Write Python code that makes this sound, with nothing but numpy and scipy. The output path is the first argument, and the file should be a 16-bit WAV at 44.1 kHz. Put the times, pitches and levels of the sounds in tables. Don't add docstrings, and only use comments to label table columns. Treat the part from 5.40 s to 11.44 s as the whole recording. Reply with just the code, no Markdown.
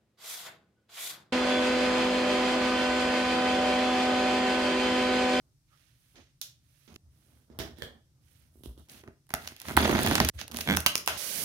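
import sys
import numpy as np
from scipy import signal
from scipy.fft import rfft, irfft
from scipy.io import wavfile
from scipy.ndimage import uniform_filter1d

SR = 44100
rng = np.random.default_rng(int(sys.argv[2]) if len(sys.argv) > 2 else 0)


def amplitude_ratio(level_db):
    exponent = np.asarray(level_db, float) / 20
    return 10 ** exponent


def pcm_store(signal):
    levels = np.round(np.clip(np.atleast_2d(signal), -1, 1) * 32767)
    wavfile.write(sys.argv[1], SR, levels.astype(np.int16).T)


N = 266584

# frequency in Hz, width in Hz, level in dB.
BOX_MODES = [(192, 145, 2), (196, 18, -15), (284.8, 62, 5.5), (286.8, 25, -6.5), (353, 84, -1.5)]
# frequency in Hz, level in dB.
FILM_COLOUR = [(6000, -16.5), (7500, -4.5), (10000, 2.5), (15000, -2.5), (16900, -6.5)]
# time in seconds, drag in dB, pressure on the walls in dB.
BLADE_RUN = [(4.366, -32.5, -27), (4.51, -37.5, -24), (4.628, -35.5, -28), (4.702, -37, -30.5),
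             (4.752, -33, -30), (4.795, -42, -40), (4.808, -36, -22), (4.84, -40, -33), (4.881, -44.5, -41),
             (4.898, -29, -41)]


def evened(x):
    return x / np.sqrt(np.mean(x ** 2) + 1e-20)


def read(points, hz):
    f, value = np.transpose(points)
    return np.interp(np.log(hz + 1), np.log(f + 1), value)


def colour(points, size=2048):
    level_db = np.maximum(read(points, abs(np.fft.fftfreq(size, 1 / SR))), -100)
    log = np.log(amplitude_ratio(level_db))
    response = np.fft.ifft(np.exp(log - 1j * signal.hilbert(log).imag)).real
    return evened(response[:size // 2])


def ring(modes):
    t = np.arange(4096) / SR
    waves = [amplitude_ratio(db) * np.exp(-np.pi * width * t) * np.sin(2 * np.pi * hz * t) for hz, width, db in modes]
    return evened(sum(waves[::2]) - sum(waves[1::2]))


def pair(x):
    # frequency in Hz, left-right likeness from 0 to 1.
    likeness = [(60, 1), (300, 0.82), (640, 0.85), (1400, 0.35), (3000, 0.01), (16000, 0.0087)]
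    same = np.clip(read(likeness, np.fft.rfftfreq(x.shape[1], 1 / SR)), 0, 1)
    a, b = rfft(x)
    return irfft(np.array([a, same * a + np.sqrt(1 - same ** 2) * b]), x.shape[1])


def through(x, response):
    return signal.oaconvolve(x, response[None], axes=1)[:, :x.shape[1]]


def sides(pan_db):
    return amplitude_ratio(np.reshape([pan_db / 2, -pan_db / 2], (2, -1)))


def touched_surfaces():
    # start in seconds, end in seconds.
    moments = [
        (1, 1.2),
        (2.05, 2.4),
        (2.4, 2.7),
        (3.2, 3.45),
        (4.36, 4.385),
        (5.455, 5.465),
    ]
    # frequency in Hz, level in dB.
    flat_sheet = [(650, -53), (1500, -11.5), (2800, -6), (3500, 4), (4700, -0.5), (5600, 3.5), (7000, -0.5),
                  (9000, -10)]
    box_on_mat = [(550, -0.5), (1150, -11), (1750, -2), (2450, -11.5), (3400, -2.5), (4400, -9.5),
                  (5300, -6), (7600, -20)]
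    box_edge = [(560, 2.5), (1150, -15), (1780, 2.5), (2500, -21), (3200, -2), (3800, -7.5), (4400, -12.5),
                (6500, -21.5)]
    skin_on_tape = [(500, -4), (1500, -17), (2250, -19), (2800, -3), (3500, 0.5), (4500, -8), (6000, -8),
                    (8000, -25.5)]
    tape_pop = [(400, -17), (750, -13), (1100, -17), (1500, 7.5), (2200, 3), (3100, 8), (3900, 6.5),
                (6200, -5.5)]
    colours = [flat_sheet, box_on_mat, box_edge, skin_on_tape, tape_pop, tape_pop]
    return [(t0, t1, points) for (t0, t1), points in zip(moments, colours)]


def air():
    # frequency in Hz, level in dB.
    air_colour = [(15, -49.5), (25, 5), (74, -9.5), (142, -1), (202, -22), (313, -19.5), (433, -35.5),
                  (3060, -37), (5720, -31), (7510, -37), (8370, -34.5), (14400, -40), (16500, -48)]
    noise = through(rng.standard_normal((2, N)), colour(air_colour, size=8192))
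    return amplitude_ratio(-65) * evened(pair(noise))


def room_tail():
    # frequency in Hz, time to fall by 60 dB in seconds.
    decay_times = [(100, 0.14), (400, 0.35), (1000, 0.29), (2800, 0.33), (7300, 0.24), (15000, 0.2)]
    taps = np.zeros((2, SR // 2))
    jitter = rng.integers(0, 10, (2, (SR // 2 - 291) // 10))
    at = np.arange(290, SR // 2 - 10, 10) + jitter
    np.put_along_axis(taps, at, rng.choice([-1., 1.], at.shape), 1)
    hz, t, z = signal.stft(pair(taps), SR, nperseg=128)
    fade = amplitude_ratio(-60 * t / read(decay_times, hz)[:, None])
    tail = signal.istft(z * fade, SR, nperseg=128)[1]
    return tail / np.linalg.norm(tail[0])


def swell(u, length):
    return np.sin(np.pi * np.clip(u, 0, 1)).clip(0) ** 0.79


def scuff(u, length):
    rise_s, fade_db = 0.0038, -24
    return np.clip(u * length / rise_s, 0, 1) * amplitude_ratio(fade_db * u.clip(0))


def strokes(rows, shape, t):
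    power = np.zeros((2, 2, len(t)))
    for s, length, db, rel_db, *pan_db in rows:
        if t[0] - .02 <= s < t[-1]:
            one = (shape((t - s) / length, length) * sides(sum(pan_db))) ** 2
            power += one * amplitude_ratio([[[2 * db]], [[2 * (db + rel_db)]]])
    return power


def efforts(t):
    # start in seconds, length in seconds, rasp in dB,
    # fizz relative to it in dB, left-right difference in dB.
    brushes = [(.26, 0.33, -76.5, -4.5, -21), (.5, 0.37, -74.5, 1, -8), (1.2, 0.65, -74, 0.5, -15),
               (1.68, 0.43, -79, 2.5, -15.5), (2.36, 0.14, -53.5, -33, -9), (2.8, 0.32, -80, 1.5, -24.5),
               (3.1, 0.17, -89, 10.5, -24), (3.49, 0.14, -57.5, -4.5, -4.5),
               (3.95, 0.21, -54.5, -2.5, -5.5), (4.14, 0.29, -55.5, -7, -8), (4.24, 0.12, -46.5, -1, -2.5),
               (4.933, 0.053, -68.5, 3, -17), (4.972, 0.076, -43.5, -9.5, -6.5),
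               (5.12, 0.17, -46.5, -1, -5), (5.25, 0.14, -42.5, -9, -4), (5.672, 0.36, -40, -7.5, -2)]
    # seconds, seconds, dB, dB, dB.
    scuffs = [(.755, 0.16, -56, -32, -8), (1.02, 0.11, -51.5, -24, -20), (1.475, 0.16, -66.5, -21, -21),
              (2.1, 0.62, -74.5, -25, -15), (2.19, 0.12, -37, -33, -10.5), (2.424, 0.16, -53.5, -37, -13),
              (3.235, 0.14, -59, 1, -13.5), (3.38, 0.15, -65.5, -0.5, -9.5), (3.49, 0.16, -58, 6, -2),
              (3.9, 0.11, -60, -1, -12), (5.42, 0.22, -72, -12, -6)]
    # start in seconds, length in seconds, box walls in dB,
    # table thud relative to them in dB.
    pushes = [(0, 0.14, -72, 0), (.3, 0.32, -89, 19), (.74, 0.095, -53, -3), (1.05, 0.31, -85.5, 21.5),
              (1.47, 0.083, -53, 0), (1.6, 0.14, -74.5, 23.5), (1.7, 0.22, -71, -10),
              (1.83, 0.24, -66, 6.5), (2.07, 0.32, -55, 8), (2.175, 0.17, -49.5, -15),
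              (2.41, 0.21, -57, -4), (2.62, 0.68, -73, 13.5), (3.0, 0.14, -77, 4), (3.13, 0.23, -72.5, 23),
              (3.25, 0.089, -57.5, 2), (3.36, 0.073, -56.5, 9.5), (3.47, 0.16, -55, -1),
              (3.63, 0.098, -54.5, 0.5), (3.9, 0.25, -53.5, 1.5), (4.23, 0.22, -41, 2),
              (4.34, 0.13, -42.5, 16), (4.65, 0.059, -30, 2), (4.7, 0.088, -31.5, -6),
              (4.76, 0.095, -39.5, 14.5), (4.93, 0.05, -59, 23.5), (5.0, 0.06, -48.5, 7),
              (5.08, 0.18, -42.5, -3), (5.25, 0.16, -30.5, 2.5), (5.42, 0.26, -53.5, -4),
              (5.66, 0.16, -48, 2.5), (5.78, 0.25, -53, -9), (5.92, 0.54, -38.5, -12)]
    surface = strokes(brushes, swell, t) + strokes(scuffs, scuff, t)
    box = strokes(pushes, swell, t)

    s, drag_db, press_db = np.transpose(BLADE_RUN)
    cutting = (t > s[0]) & (t < s[-1])
    drag = cutting * amplitude_ratio(np.interp(t, s, drag_db)) * sides(-4)
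    press = cutting * amplitude_ratio(np.interp(t, s, press_db))
    blade_fizz_db, blade_thud_db = -6, -27

    slide_s, slide_db, slide_pan_db = 5.775, -42, -13
    grows_db_per_s, brightens_db_per_s = 2.5, 18
    since = t - slide_s
    slide = (since > 0) * amplitude_ratio(slide_db + grows_db_per_s * since) * sides(slide_pan_db)
    slide_fizz = slide * amplitude_ratio(brightens_db_per_s * since)

    return np.sqrt([surface[0] + drag ** 2 + slide ** 2,
                    surface[1] + (drag * amplitude_ratio(blade_fizz_db)) ** 2 + slide_fizz ** 2,
                    box[0] + press ** 2,
                    box[1] + (press * amplitude_ratio(blade_thud_db)) ** 2])


def slipping(spread_db):
    fibres_per_s, fibre_db, fibre_spread_db = 450, -5, 3
    size = len(spread_db)
    drift = uniform_filter1d(rng.standard_normal(size), size=200)
    catch = evened(uniform_filter1d(drift, size=90))
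    torn = rng.random(size) < fibres_per_s / SR
    fibres = torn * amplitude_ratio(fibre_spread_db * rng.exponential(1, size).clip(0, 3))
    grain = 1 + uniform_filter1d(fibres, size=40) * 10 * spread_db * amplitude_ratio(fibre_db)
    clumps = amplitude_ratio(spread_db * np.clip(catch, -2, 2)) * grain
    steady = np.sqrt(uniform_filter1d(clumps ** 2, size=4000))
    return pair(rng.standard_normal((2, size))) * clumps / steady


def rubbing(part):
    # time in seconds, spread of slip sizes in dB, share of card colour from 0 to 1.
    grit = [(0, 1, .6), (3.2, 1.5, .6), (4.34, 2, .85), (4.4, 3.2, .95), (4.9, 2.6, .9), (4.95, 2.5, .8),
            (5.3, 1.5, .6), (5.77, 1, .4), (5.78, .5, .02)]
    # frequency in Hz, level in dB.
    card_colour = [(880, -19.5), (1500, -7.5), (2230, -6.5), (2680, -7), (3460, -5.5), (3730, -6),
                   (6030, -11.5), (6800, -10.5), (8840, -34), (15000, -120)]
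    cloth_colour = [(150, -11), (250, -3.5), (623, 5.5), (783, -4.5), (2270, 2), (6200, 8), (9500, -10.5),
                    (12400, -53)]
    wall_colour = [(76, -35), (130, 2), (211, -1.5), (291, -11.5), (377, -6.5), (532, -6), (658, -8.5),
                   (1150, -12), (1260, -9), (2200, -25), (2860, -58), (4840, -120)]
    # frequency in Hz, width in Hz, level in dB.
    table_modes = [(62, 22, -11), (76, 16, 0), (120, 30, -8)]
    t = np.arange(part.start, part.stop) / SR
    rasp_gain, fizz_gain, walls_gain, thud_gain = efforts(t)
    s, *columns = np.transpose(grit)
    spread_db, card = (np.interp(t, s, c) for c in columns)
    slips, film, deep = slipping(spread_db), slipping(1.06 * spread_db), slipping(1.18 * spread_db)

    on_card = np.sqrt(card) * through(slips, colour(card_colour))
    on_cloth = np.sqrt(1 - card) * through(slips, colour(cloth_colour))
    rasp = evened(on_card + on_cloth)
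    for t0, t1, points in touched_surfaces():
        if t[0] < t0 < t[-1]:
            rasp = np.where((t > t0) & (t < t1), evened(through(slips, colour(points))), rasp)
    cutting = (t > BLADE_RUN[0][0]) & (t < BLADE_RUN[-1][0])
    if cutting.sum() > 1000:
        rasp[:, cutting] += amplitude_ratio(-3.5) * seam(slips[:, cutting])

    surface = rasp * rasp_gain + evened(through(film, colour(FILM_COLOUR))) * fizz_gain
    box_body = 0.51 * colour(wall_colour, size=8192) / 64
    box_body[:4096] += .5 * ring(BOX_MODES) / 64
    walls = through((0.41 * slips + 0.73 * deep) * walls_gain, box_body)
    thud = through(deep * thud_gain, 0.59 * ring(table_modes) / 64)
    return surface + walls * sides(-4.0) + thud * sides(-0.25)


def squeak():
    # start in seconds, first pitch in Hz, last pitch in Hz, width in Hz, level in dB.
    whistle = (.29, 1420, 1230, 110, -69)
    t0, from_hz, to_hz, width_hz, db = whistle
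    out, size = np.zeros(N), 4000
    turn = np.exp(2j * np.pi * np.cumsum(np.linspace(from_hz, to_hz, size)) / SR)
    noise = rng.standard_normal(size) + 1j * rng.standard_normal(size)
    fuzz = signal.lfilter([1], [1, -np.exp(-np.pi * width_hz / SR)], noise)
    out[round(t0 * SR):][:size] = amplitude_ratio(db) * evened((turn * fuzz).real) * np.hanning(size)
    return out * sides(-9.0)


def breaks():
    # time in seconds, crack peak in dB, box and fizz
    # relative to it in dB, left-right difference in dB.
    tap_rows = [(0.767, -74, -15, -28, -3), (1.0137, -32.5, -46, 0.5, -13.5), (1.477, -61, 2, -22, -14),
                (1.5414, -50, -3.5, -7, -5), (1.5593, -42.5, -8, -8, -5), (2.1004, -64, 16, -20, -7),
                (2.1888, -24.5, -15, -2, -2.5), (2.2005, -33.5, -4, -25, -9),
                (2.3854, -59.5, 8.5, 10.5, -10), (2.4212, -30.5, -15, -46, -10.5),
                (3.235, -47, -0.5, 6, -5), (3.258, -46, 6, 3.5, -6.5), (3.3765, -55.5, 6.5, -4, -5),
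                (3.496, -42.5, -27, -30, -5), (3.635, -66.5, 16, -12, -7), (3.677, -62, -5, -15, -7)]
    # time in seconds, crack peak in dB,
    # box, panel and fizz relative to it in dB.
    catch_rows = [(3.486, -57, -28, -8, 5), (3.523, -54, -13, -9, -10), (3.637, -62.5, 8, 11, -4),
                  (3.6759, -58.5, 10.5, 10, -2), (3.683, -60.5, 16.5, -8, -13), (4.252, -52, -18, 12, -15),
                  (4.404, -35.5, 8, 4.5, -15), (4.4112, -35, 1, 1, -10), (4.431, -36, 10, 10, -14.5),
                  (4.449, -34, -3, 11.5, -15), (4.477, -33, 1, 9, -10), (4.511, -32, -7, 4, 2),
                  (4.55, -41, 19, 14, -15), (4.5569, -41.5, 16.5, 13, -15), (4.581, -33, -1, 8, -10),
                  (4.589, -30.5, 1, 7, -10), (4.6055, -34, 4, -5, -10), (4.673, -26.5, -4, 3, 1),
                  (4.684, -33, 8.5, -7, 10), (4.718, -35.5, 12.5, 9.5, -12), (4.744, -43, 0, 10, -13),
                  (4.822, -39.5, 9, -4, -11), (4.853, -33.5, 2.5, -11, -6), (4.878, -44, -7, -9, -7),
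                  (4.8957, -28, -6.5, -11, 0), (5.146, -49.5, 13.5, 9.5, -15)]
    # time in seconds, crack peak in dB,
    # panel and fizz relative to it in dB.
    cut_rows = [(3.891, -57, -2, 12), (3.904, -45, 2, -1), (3.9385, -25, -0.5, 8.5), (4.0225, -52, -7, -4),
                (4.0468, -48, -4, 2), (4.074, -26, -14, -11), (4.086, -39, -31, -4),
                (4.1639, -42.5, -20, 0), (4.2, -40.5, -27, 2), (4.2158, -38.5, -10.5, 5),
                (4.284, -34.5, 2.5, -2), (4.309, -46.5, 12.5, -6), (4.367, -15, -8, 0),
                (4.3727, -16, 4.5, -12), (4.4539, -27, 2.5, -35), (4.4943, -32, 9, -8),
                (4.526, -40.5, 15.5, -11), (4.6314, -30, -23.5, 12), (4.6623, -25, 1, 3),
                (4.7106, -24.5, 1.5, -2), (4.7536, -17, -6, -3.5), (4.7794, -25.5, 0.5, -6),
                (4.801, -15, 0, -4), (4.8477, -23.5, -8, 5), (4.8875, -20.5, -10.5, 6),
                (4.606, -39, -17, 10)]
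    # time in seconds, crack peak in dB,
    # panel and fizz relative to it in dB, left-right difference in dB.
    peel_rows = [(5.013, -30, -11, -11.5, -11), (5.0792, -37, -15, 4.5, -6), (5.1135, -39.5, -14, 3, -6),
                 (5.1181, -43, -12, 4, -13), (5.1435, -38, -9, 1, -4), (5.162, -33.5, -37, -15, -7),
                 (5.1693, -29, -35, 4.5, -10), (5.1871, -35, 2, 7, -3), (5.2074, -22.5, -19, -2, -6.5),
                 (5.2107, -27, -31, 2, -2), (5.3697, -17, -4.5, 1.5, -7.5), (5.4033, -31.5, -15, 6, -14),
                 (5.4618, -10, -11.5, -1.5, -3), (5.467, -25, -12, -1, -19), (5.5541, -19.5, -14, 0.5, -11),
                 (5.578, -37.5, -33, 12, -10), (5.6088, -57, -11, 14, -7), (5.661, -39, -35, 7.5, -7),
                 (5.6753, -19.5, -3.5, 3, -4.5), (5.683, -34.5, -7, 0, -18)]
    cut_pan_db, peel_box_db = -4, -58
    taps = [(s, db, box, -15.5 + 0.19 * box, fizz, pan) for s, db, box, fizz, pan in tap_rows]
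    cuts = [(s, db, -9.5 + 1.93 * panel, panel, fizz, cut_pan_db) for s, db, panel, fizz in cut_rows]
    peels = [(s, db, peel_box_db, *rest) for s, db, *rest in peel_rows]
    catches = [(*row, cut_pan_db) for row in catch_rows]
    return taps + cuts + peels + catches


def snaps(rows, burst_ms, spike):
    # frequency in Hz, level in dB.
    crack_colour = [(1400, -72.5), (1900, -12.5), (2700, 1), (3400, -4), (5500, -3), (6800, -2),
                    (7600, -32), (10000, -22.5)]
    # frequency in Hz, width in Hz, level in dB.
    panel_modes = [(606.5, 50, 0.54), (742, 93, 10.8), (934, 410, 19.7), (1423, 398, 22.2),
                   (1918, 880, 24.4), (1827, 73, 0.75)]
    out, t = np.zeros((2, N + 6000)), np.arange(512) / SR
    responses = (colour(crack_colour), ring(BOX_MODES), ring(panel_modes), colour(FILM_COLOUR))
    tape, *box = (rfft(b, 8192) for b in responses)
    touched = [(t0, t1, rfft(colour(points), 8192)) for t0, t1, points in touched_surfaces()]
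    draws = rng.standard_normal((len(rows), 3, 512))
    for (s, peak_db, *rel_db, pan_db), draw in zip(rows, draws):
        length_ms = burst_ms * amplitude_ratio(3.0 * draw[2, 0])
        shape = np.exp(-t * 1000 / length_ms) * np.minimum(t * 1000 / .3, 1)
        ears_noise = np.array([draw[0] + 1.55 * draw[1], draw[0] - 0.86 * draw[1]])
        burst = ears_noise * shape * amplitude_ratio(7.3 * draw[2])
        burst[:, 12] = spike * np.sign(draw[2, 1])
        flat = irfft(np.exp(1j * np.angle(rfft(burst)))) * np.sqrt(shape)
        surface = tape
        for t0, t1, response in touched:
            if t0 < s < t1:
                surface = response
        for body, db, ears in zip([surface] + box, [0] + rel_db, ([0, 1], [0, 0], [0, 0], [0, 1])):
            sound = irfft(rfft(flat[ears], 8192) * body)[:, :4096]
            sound *= amplitude_ratio(peak_db + db) / abs(sound).max() * sides(pan_db)
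            out[:, round(s * SR) + 15:][:, :sound.shape[1]] += sound
    return out[:, :N]


def rings():
    # start in seconds, frequency in Hz, width in Hz, peak in dB.
    ring_rows = [(1.5625, 2980, 1500, -32), (2.4224, 590, 90, -41), (2.4225, 3500, 700, -24),
                 (3.9385, 690, 139, -22), (3.938, 1560, 300, -17), (4.0755, 2170, 300, -32),
                 (4.3745, 890, 200, -11.5), (4.457, 3300, 300, -24), (4.552, 1990, 150, -20.5),
                 (4.606, 1770, 250, -22), (4.7542, 6500, 5000, -4), (4.803, 1430, 500, -14),
                 (4.802, 4500, 3000, -10), (5.5542, 9000, 7000, -15), (5.3705, 4800, 1200, -13),
                 (5.462, 1300, 298, -13), (5.4627, 2860, 200, -12), (5.4632, 6200, 600, -12.5),
                 (5.467, 4600, 900, -10.5), (5.472, 2980, 200, -12.5), (4.4941, 1300, 500, -19.5),
                 (4.848, 3000, 1500, -17), (5.555, 2350, 370, -16.5), (5.555, 5000, 400, -15),
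                 (5.579, 5600, 900, -18.5), (5.6762, 9000, 8000, -13), (5.6765, 1070, 300, -23),
                 (5.6765, 2050, 700, -14.5)]
    out = np.zeros(N + 4096)
    for s, hz, width, db in ring_rows:
        swing = ring([(hz, width, 0)])
        out[round(s * SR):][:4096] += amplitude_ratio(db) * swing / abs(swing).max()
    return out[:N] * sides(-6)


def thump():
    start_s, hz, width_hz, peak_db = 3.272, 59.3, 15, -32
    swing = ring([(hz, width_hz, 0)])
    return np.pad(amplitude_ratio(peak_db) * swing / abs(swing).max(), (round(start_s * SR), N))[:N]


def seam(slips):
    # frequency in Hz, width in Hz, level in dB.
    tape_modes = [(682, 80, 3), (915, 120, 4.5), (1300, 310, 6), (1810, 120, 4), (2880, 140, -6),
                  (3410, 170, 7), (4100, 150, -2), (4600, 170, -2), (6080, 360, 11)]
    patchy_db = 4.5
    out = np.zeros(slips.shape)
    drift = evened(uniform_filter1d(uniform_filter1d(slips[0], size=900), size=600))
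    for k, mode in enumerate(tape_modes):
        hz, width, db = mode
        patch = amplitude_ratio(db + patchy_db * np.roll(drift, 2311 * k)) / np.sqrt(width)
        out += through(slips * patch, ring([mode])[:1024])
    return evened(out)


def creak():
    # frequency in Hz, width in Hz, level in dB.
    flap_modes = [(806, 730, 0.5), (1390, 290, -1.5), (1570, 260, 0), (2100, 190, -0.5), (2270, 220, -2),
                  (3380, 230, -3.5)]
    hollow_modes = [(190, 45, 0), (262, 60, -4)]
    # time of the slip in seconds, level in dB.
    slip_rows = [
        (5.2747, -1),
        (5.2877, 3),
        (5.299, 3.5),
        (5.309, 3.5),
        (5.3198, 1.5),
        (5.3274, 1),
        (5.3376, -0.5),
        (5.3483, -3),
    ]
    creak_db, hollow_db, fizz_db, tick_db = -14, -7.5, -9.5, -5.5
    hollow_lag_s, ragged = 0.0026, 0.36
    out, t = np.zeros(N + 4096), np.arange(4096) / SR
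    flap, hollow = (b / abs(b).max() for b in (ring(flap_modes), ring(hollow_modes)))
    hollow = np.pad(hollow, (round(hollow_lag_s * SR), 0))[:4096]
    tick = amplitude_ratio(tick_db) * np.exp(-t * 1000 / 0.19)
    for s, db in slip_rows:
        puff = np.diff(rng.standard_normal(4097)) * np.exp(-t * 1000 / 2.5) / 3
        rough_flap = flap + ragged * np.convolve(flap, puff[:300])[:4096]
        slip = tick + rough_flap - amplitude_ratio(hollow_db) * hollow + amplitude_ratio(fizz_db) * puff
        out[round(s * SR):][:4096] += amplitude_ratio(creak_db + db) * slip
    return out[:N] * sides(-4.0)


def scene():
    # start in seconds, end in seconds.
    shots = [
        (0, 1.565),
        (1.565, 4.9),
        (4.9, 5.775),
        (5.775, 6.045),
    ]
    # time in seconds, crack peak in dB, box, panel and
    # fizz # relative to it in dB.
    more_snap_rows = [(3.155, -82.5, 27, -8, -5), (3.175, -88, 28, -8, -5), (3.193, -86, 25, -5, -5),
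                      (3.207, -82, 27, -5, -5), (3.867, -68, -9, -8, 9), (3.948, -33, -10.5, -11, -5),
                      (4.057, -49, -9, 0.5, -6), (4.108, -58, -1, 7, -9), (4.12, -53.5, 5.5, 3, -10),
                      (4.21, -55, -15, 6, -12), (4.294, -46, -5, 12, -13), (4.303, -47, 4, 13, -13),
                      (4.877, -39, -13, -25, -1), (5.365, -33, -15, -15, 13.5)]
    # start in seconds, end in seconds, level
    # in dB.
    pause = (4.9, 5, -60)
    # time in seconds, share of the hits sent to the room in dB.
    distance = [(0, -2.5), (2.6, 2), (3.199, -7.5), (3.9, -9), (4.4, -9.5), (5, -9), (5.4, -6), (5.5, -5.5),
                (5.7, 1)]
    hits = amplitude_ratio(6.5) * snaps(breaks(), burst_ms=1.74, spike=6.85)
    flap = amplitude_ratio(-3.5) * creak() + squeak() + thump()
    swings = rings()
    tail, out = room_tail(), air()
    parts = [slice(round(t0 * SR), min(round(t1 * SR), N)) for t0, t1 in shots]
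    rubs = [rubbing(part) for part in parts]
    more_snaps = [(*row, -4) for row in more_snap_rows]
    hits = hits + amplitude_ratio(6.0) * snaps(more_snaps, burst_ms=1.1, spike=6.7)
    hits[:, round(pause[0] * SR):round(pause[1] * SR)] *= amplitude_ratio(pause[2])

    hits_to_room = amplitude_ratio(np.interp(np.arange(N) / SR, *np.transpose(distance)))
    far = hits_to_room * hits + amplitude_ratio(-12.0) * flap + amplitude_ratio(-7) * swings
    for part, near in zip(parts, rubs):
        send = far[:, part] + amplitude_ratio(-9.5) * near
        wet = signal.fftconvolve(send.mean(0)[None], tail, axes=1)[:, :send.shape[1]]
        out[:, part] += hits[:, part] + flap[:, part] + swings[:, part] + near + wet
    return out


def gate_top(x):
    top_hz, edge_hz, opens_db = 15750, 250, -46
    weight = np.clip((np.fft.rfftfreq(N, 1 / SR) - top_hz) / edge_hz, 0, 1)
    top = irfft(rfft(x) * weight, N)
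    level = np.sqrt(abs(uniform_filter1d((top ** 2).mean(0), size=200)))
    is_open = uniform_filter1d(1. * (level > amplitude_ratio(opens_db)), size=300)
    return x - top * (1 - is_open)


def band_limit(x):
    return signal.sosfilt(signal.butter(12, 17100, fs=SR, output="sos"), x)


def record(dry):
    spaced = np.array([np.pad(dry[0], (7, 0))[:N], dry[1]])
    low_cut = signal.butter(4, 54, "high", fs=SR, output="sos")
    top_cut = signal.ellip(8, .5, 70, 16900, fs=SR, output="sos")
    mix = gate_top(signal.sosfilt(np.vstack([low_cut, top_cut]), spaced))
    return band_limit(mix)


dry = scene()
out = record(dry)
pcm_store(out)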